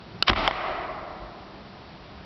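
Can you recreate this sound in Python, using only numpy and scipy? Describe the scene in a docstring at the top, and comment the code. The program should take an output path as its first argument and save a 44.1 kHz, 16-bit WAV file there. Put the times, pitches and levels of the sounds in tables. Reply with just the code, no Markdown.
"""Potato launcher at the edge of a wood

A pipe launcher is fired across a lawn, heard on a small camera's microphone over a steady hush.
The igniter snaps, gas hisses out and bursts from the muzzle, and the potato smacks into a tree.
The near trees throw the shot back, then it rolls away through the wood."""
import sys
import numpy as np
from scipy import signal
from scipy.fft import rfft, irfft
from scipy.io import wavfile
from scipy.ndimage import uniform_filter1d

SR = 44100
rng = np.random.default_rng(int(sys.argv[2]) if len(sys.argv) > 2 else 0)


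def int16_out(signal):
    """Quantize to a 16-bit WAV file."""
    q = np.round(np.clip(np.atleast_2d(signal).T, -1, 1) * 32767)
    wavfile.write(sys.argv[1], SR, q.astype(np.int16))


N = 99225
T = np.arange(N) / SR
FREQ_HZ = np.fft.rfftfreq(N, 1 / SR)
CAMERA_CUTOFF_HZ = 5840
PIPE_IN_JET_DB, PIPE_IN_ECHO_DB = -3, -9.5


def amp(db):
    """Decibels to gain."""
    return 10 ** (np.asarray(db) / 20)


def unit(x):
    """Scales to rms 1."""
    return x / np.sqrt(np.mean(x ** 2) + 1e-20)


def curve_at(points, hz):
    """Interpolates a table along a log-frequency axis."""
    freq_hz, value = np.transpose(points)
    return np.interp(np.log(hz + 1), np.log(freq_hz + 1), value)


def octaves(hz):
    """Octaves from 1 kHz, held constant below 200 Hz."""
    return np.log2(np.maximum(hz, 200) / 1000)


def colour(spectrum, hz, tilt):
    """Gain of a spectrum tilted in dB per octave, dying away above the camera's band."""
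    return amp(curve_at(spectrum, hz) + tilt * octaves(hz)) / (1 + (hz / 6500) ** 16)


def resonance(pitch_hz, width_hz):
    """Gain of one resonant peak across the spectrum."""
    return 1 / (1 + (2 * (FREQ_HZ - pitch_hz) / width_hz) ** 2)


# Resonances of the launcher's pipe: pitch_hz, width_hz, level_db
PIPE_RESONANCES = [(270, 40, 2), (352, 46, -1), (630, 57, -1), (715, 58, -8), (1087, 55, -2),
                   (1300, 33, -4), (1940, 94, -4.5), (2230, 120, -2.5), (2970, 220, 0.5)]
def noise(spectrum, tilt=0, pipe_db=-100):
    """Coloured noise of rms 1, optionally carrying the resonances of the pipe."""
    pipe = 1 + amp(pipe_db) * sum(amp(db) * resonance(hz, width) for hz, width, db in PIPE_RESONANCES)
    return unit(irfft(rfft(rng.standard_normal(N)) * colour(spectrum, FREQ_HZ, tilt) * pipe, N))


def decay(age_s, t60_s):
    """Exponential fall of 60 dB every t60_s."""
    return np.exp(-np.log(1000) * age_s / t60_s)


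def envelope(start_s, rise_s, hold_s, t60_s):
    """Quadratic rise, hold and exponential release."""
    t = T - start_s
    return np.clip(t / rise_s, 0, 1) ** 2 * decay(np.maximum(t - rise_s - hold_s, 0), t60_s)


def ring(modes, start_s, rise_s=1 / SR):
    """Damped modes (pitch_hz, level_db, t60_s) set going at one moment."""
    t = np.maximum(T - start_s, 0)
    tones = sum(amp(db) * decay(t, t60_s) * np.sin(2 * np.pi * hz * t) for hz, db, t60_s in modes)
    return np.minimum(t / rise_s, 1) * tones


def crack(spectrum, start_s, tilt, smear_s, size=4096):
    """One coloured pulse of energy 1, its treble trailing by smear_s at the camera's cutoff."""
    hz = np.fft.fftfreq(size, 1 / SR)
    log_gain = np.log(colour(spectrum, abs(hz), tilt) + 1e-4)
    log_minimum_phase = np.conj(signal.hilbert(log_gain))
    phase_lag = np.pi * smear_s * hz * abs(hz) / CAMERA_CUTOFF_HZ
    pulse = np.fft.ifft(np.exp(log_minimum_phase - 1j * phase_lag)).real
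    return np.interp(T - start_s, np.arange(size) / SR, pulse / np.linalg.norm(pulse), 0, 0)


# Open air over the lawn, with microphone hiss: freq_hz, level_db
HUSH_SPECTRUM = [(20, -13), (40, 0), (70, -0.5), (160, -1.5), (198, -1), (260, -4.5), (380, -4.5),
                 (500, -9.5), (680, -6), (1200, -9.5), (1600, -14.5), (2900, -17.5), (4500, -18.5),
                 (5500, -24.5)]
# Faint hum behind the hush: pitch_hz, width_hz, level_db
HUM_BANDS = [(196.9, 8, -59)]
# Soft low bumps right on the microphone: start_s, length_s, pitch_hz, level_db
MIC_BUMPS = [(0.136, 0.029, 133, -35), (1.166, 0.13, 50.5, -38.5), (2.1, 0.15, 72.8, -46.5)]
def background():
    """A steady hush and a faint, wavering hum, with a few bumps on the microphone."""
    out = amp(-45) * noise(HUSH_SPECTRUM)
    for hz, width_hz, db in HUM_BANDS:
        out += amp(db) * unit(irfft(rfft(rng.standard_normal(N)) * resonance(hz, width_hz), N))
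    for start_s, length_s, hz, db in MIC_BUMPS:
        t = T - start_s
        swell = np.sin(np.pi * np.clip(t / length_s, 0, 1)) ** 2
        out += amp(db) * swell * np.sin(2 * np.pi * hz * t)
    return out


# Rustle just before the shot: freq_hz, level_db
RUSTLE_SPECTRUM = [(40, -14), (100, -2), (170, 1), (250, -9.5), (400, -7.5), (550, -25), (2000, -33)]
def rustle():
    """A soft low rustle grows until the trigger is pressed."""
    swell = envelope(start_s=-0.15, rise_s=0.3, hold_s=0.074, t60_s=0.033)
    return amp(-45.5) * swell * noise(RUSTLE_SPECTRUM)


# Distant echo from deep in the wood: freq_hz, level_db
DEEP_WOOD_SPECTRUM = [(25, -5), (45, -1), (100, -20), (175, -17), (216, -16.5), (251, -19.5), (334, -7.5),
                      (500, -11.5), (622, -2.5), (761, -0.5), (850, -6.5), (1050, -4), (1280, -4.5),
                      (1460, -9.5), (1750, -13.5), (1980, -7.5), (2200, -13.5), (2380, -12.5), (2770, -17),
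                      (4000, -24), (5500, -33.5)]
# How long it lingers among the trees: freq_hz, t60_s
DEEP_WOOD_DECAY = [(50, 1.8), (250, 3.2), (700, 2.92), (1300, 2.18), (2000, 1.7), (3000, 1.05), (5500, 1.1)]
def deep_wood():
    """Countless trunks scatter the shot: the echo swells, dulls and rolls away in patches."""
    start_s, rise_s, peak_s = 0.404, 0.11, 0.69
    swell_db_per_s, dulling_db_per_octave_s, patchy_db = 27, 15, 0.95
    wash = noise(DEEP_WOOD_SPECTRUM, pipe_db=PIPE_IN_ECHO_DB)
    hz, t, bands = signal.stft(wash, SR, nperseg=512, noverlap=384)
    hz = hz[:, None]
    before_peak_s, after_peak_s = np.maximum(peak_s - t, 0), np.maximum(t - peak_s, 0)
    patches = uniform_filter1d(rng.standard_normal(bands.shape), size=7, axis=0)
    patches = unit(uniform_filter1d(patches, size=6, axis=1))
    swell_db = before_peak_s * (dulling_db_per_octave_s * np.maximum(octaves(hz), 0) - swell_db_per_s)
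    bands *= amp(swell_db + patchy_db * patches) * decay(after_peak_s, curve_at(DEEP_WOOD_DECAY, hz))
    echo = signal.istft(bands, SR, nperseg=512, noverlap=384)[1][:N]
    return amp(-29.5) * np.clip((T - start_s) / rise_s, 0, 1) * echo


# Nearer echo from the tree line across the lawn: freq_hz, level_db
WOOD_EDGE_SPECTRUM = [(35, 9), (60, -18), (90, 3), (135, -5.5), (210, -4), (310, -3.5), (520, -7),
                      (760, 2.5), (1050, -3.5), (1300, 0.5), (1650, -13), (2000, -5), (2600, -8),
                      (3000, -10.5), (4000, -13.5), (5500, -22)]
def wood_edge():
    """The first row of trees returns a dense echo."""
    swell = envelope(start_s=0.3336, rise_s=0.036, hold_s=0.099, t60_s=0.12)
    return amp(-25) * swell * noise(WOOD_EDGE_SPECTRUM, pipe_db=PIPE_IN_ECHO_DB)


# The potato's hit on a tree across the lawn, then its rebound striking something else: start_s, level_db,
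# tilt_db_per_octave, knock_db, clack_hz, clack_db
POTATO_STRIKES = [(.4770, 0, 2.5, -11, 3110, -20), (0.5107, -10, -2.2, -34, 1740, -13)]
# The smack as it reaches the microphone: freq_hz, level_db
SMACK_SPECTRUM = [(100, 1.5), (400, 1.5), (700, 7), (1100, 14), (1550, 5), (1900, 5), (2250, 10.5),
                  (2550, -15), (3100, 7.5), (3500, 3.5), (3900, -15), (5100, -6), (6000, -33)]
# Hollow knock of the trunk: pitch_hz, level_db, t60_s
TRUNK_MODES = [(650, -2, 0.041), (788, 3, .028), (1080, -6, 0.016)]
def potato_hits():
    """Each hit is a hard smack with a brief clack, a short wet spray and a knock of the wood."""
    smear_s, clack_t60_s, knock_delay_s = 0.000735, 0.016, 0.0038
    out = np.zeros(N)
    for start_s, db, tilt, knock_db, clack_hz, clack_db in POTATO_STRIKES:
        smack = amp(9.5) * crack(SMACK_SPECTRUM, start_s, tilt, smear_s)
        clack = ring([(clack_hz, clack_db, clack_t60_s)], start_s, rise_s=smear_s)
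        spray = amp(-25) * noise(SMACK_SPECTRUM, tilt)
        spray *= envelope(start_s, rise_s=0.00053, hold_s=0, t60_s=0.032)
        knock = ring(TRUNK_MODES, start_s + knock_delay_s, rise_s=0.0025)
        out += amp(db) * (smack + clack + spray) + amp(knock_db) * knock
    return out


# Trigger snaps at the launcher: start_s, level_db
TRIGGER_SNAPS = [(0.2241, -20), (0.2252, 0), (0.2282, -19.5)]
# The snap as the plastic chamber colours it: freq_hz, level_db
CHAMBER_SPECTRUM = [(100, -16.5), (300, -10), (800, -8), (1100, -14.5), (1360, -1), (1620, -6),
                    (1800, -25.5), (2250, -17), (2680, 0), (2980, 4), (3300, -12.5), (3550, -2), (4400, 2),
                    (5000, -3), (5600, -16), (6000, -18)]
# Ring of the igniter and chamber: pitch_hz, level_db, t60_s
IGNITER_MODES = [(1355, -29, 0.03), (2940, -22, 0.011), (4470, -27, 0.013)]
def igniter():
    """The spring trigger snaps and briefly rings the plastic chamber."""
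    out = np.zeros(N)
    for start_s, db in TRIGGER_SNAPS:
        snap = amp(11) * crack(CHAMBER_SPECTRUM, start_s, tilt=0, smear_s=0.00063)
        out += amp(db) * (snap + ring(IGNITER_MODES, start_s))
    return out


# Gas surges at the muzzle: start_s, level_db, rise_s, hold_s, t60_s, tilt_db_per_octave
GAS_SURGES = [(0.261, -22, 0.018, .001, .02, 2.2), (0.2809, -14, 0.00039, .002, .022, 0.5),
              (0.283, -21.5, 0.0012, 0.013, 0.012, -0.5), (0.2933, -14, 0.0015, 0.0057, 0.015, -1.1)]
# The gas jet as it reaches the microphone: freq_hz, level_db
JET_SPECTRUM = [(60, -10), (180, -20), (300, -2.5), (480, -8), (630, 1), (860, -5), (1110, 5.5), (1350, -1),
                (2200, 1), (2650, -2), (3100, 1), (4100, -4.5), (5000, -8.5), (6000, -14.5)]
# Slaps off nearby surfaces: start_s, level_db, t60_s, tilt_db_per_octave, ring_hz, ring_db
NEAR_SLAPS = [(0.3095, -24, 0.07, -5, 730, -25), (0.3319, -19, .024, -3.6, 1140, -19),
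              (0.361, -27, .045, -2.5, 1310, -21)]
# Low puff that follows the potato out: freq_hz, level_db
PUFF_SPECTRUM = [(40, -7), (90, -3), (170, -17), (220, -3), (280, 1.5), (380, 0.5), (470, -14.5),
                 (600, -12.5), (820, -7.5), (1000, -17), (2000, -38.5)]
# Air in the barrel and chamber, set swinging as the potato leaves: pitch_hz, level_db, t60_s
BOOM_MODES = [(53.5, -21, 0.27), (89.6, -28.5, 0.36), (213.2, -28.5, 0.25), (274, -25.5, .16),
              (354, -28.5, .13)]
def shot():
    """Gas leaks past the potato and bursts out; the pipe's air booms and nearby surfaces slap back."""
    slap_ring_t60_s = 0.025
    jet, slaps = np.zeros((2, N))
    for start_s, db, rise_s, hold_s, t60_s, tilt in GAS_SURGES:
        surge = envelope(start_s, rise_s, hold_s, t60_s)
        jet += amp(db) * surge * noise(JET_SPECTRUM, tilt, PIPE_IN_JET_DB)
    for start_s, db, t60_s, tilt, ring_hz, ring_db in NEAR_SLAPS:
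        burst = envelope(start_s, rise_s=0.00077, hold_s=0, t60_s=t60_s)
        slaps += amp(db) * burst * noise(JET_SPECTRUM, tilt, PIPE_IN_JET_DB)
        slaps += ring([(ring_hz, ring_db, slap_ring_t60_s)], start_s)
    puff = envelope(start_s=0.292, rise_s=0.004, hold_s=0.021, t60_s=0.075) * noise(PUFF_SPECTRUM)
    boom = ring(BOOM_MODES, start_s=0.2895, rise_s=0.008)
    return jet + slaps + amp(-24.5) * puff + boom


def scene():
    """Launcher, target tree, echoes and background at one microphone."""
    return (rustle() + igniter() + shot() + potato_hits() + wood_edge() + deep_wood() + background())[None]


def lowpass(x, hz):
    """Steep low-pass."""
    taps = signal.firwin(181, hz, window=("kaiser", 7), fs=SR)
    return signal.oaconvolve(x, taps[None], "same")


def record(dry):
    """The small camera sheds deep bass and treble; peaks clip, leaking a thin tick above its band."""
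    low_cut_hz, ceiling, leak_db = 36, 0.66, -11.5
    bass_cut = signal.sosfilt(signal.butter(4, low_cut_hz, "highpass", fs=SR, output="sos"), dry)
    clipped = np.clip(lowpass(bass_cut, CAMERA_CUTOFF_HZ), -ceiling, ceiling)
    in_band = lowpass(clipped, CAMERA_CUTOFF_HZ)
    tick = amp(leak_db) * (clipped - in_band)
    return lowpass(in_band + tick, hz=16600)


dry = scene()
out = record(dry)
int16_out(out)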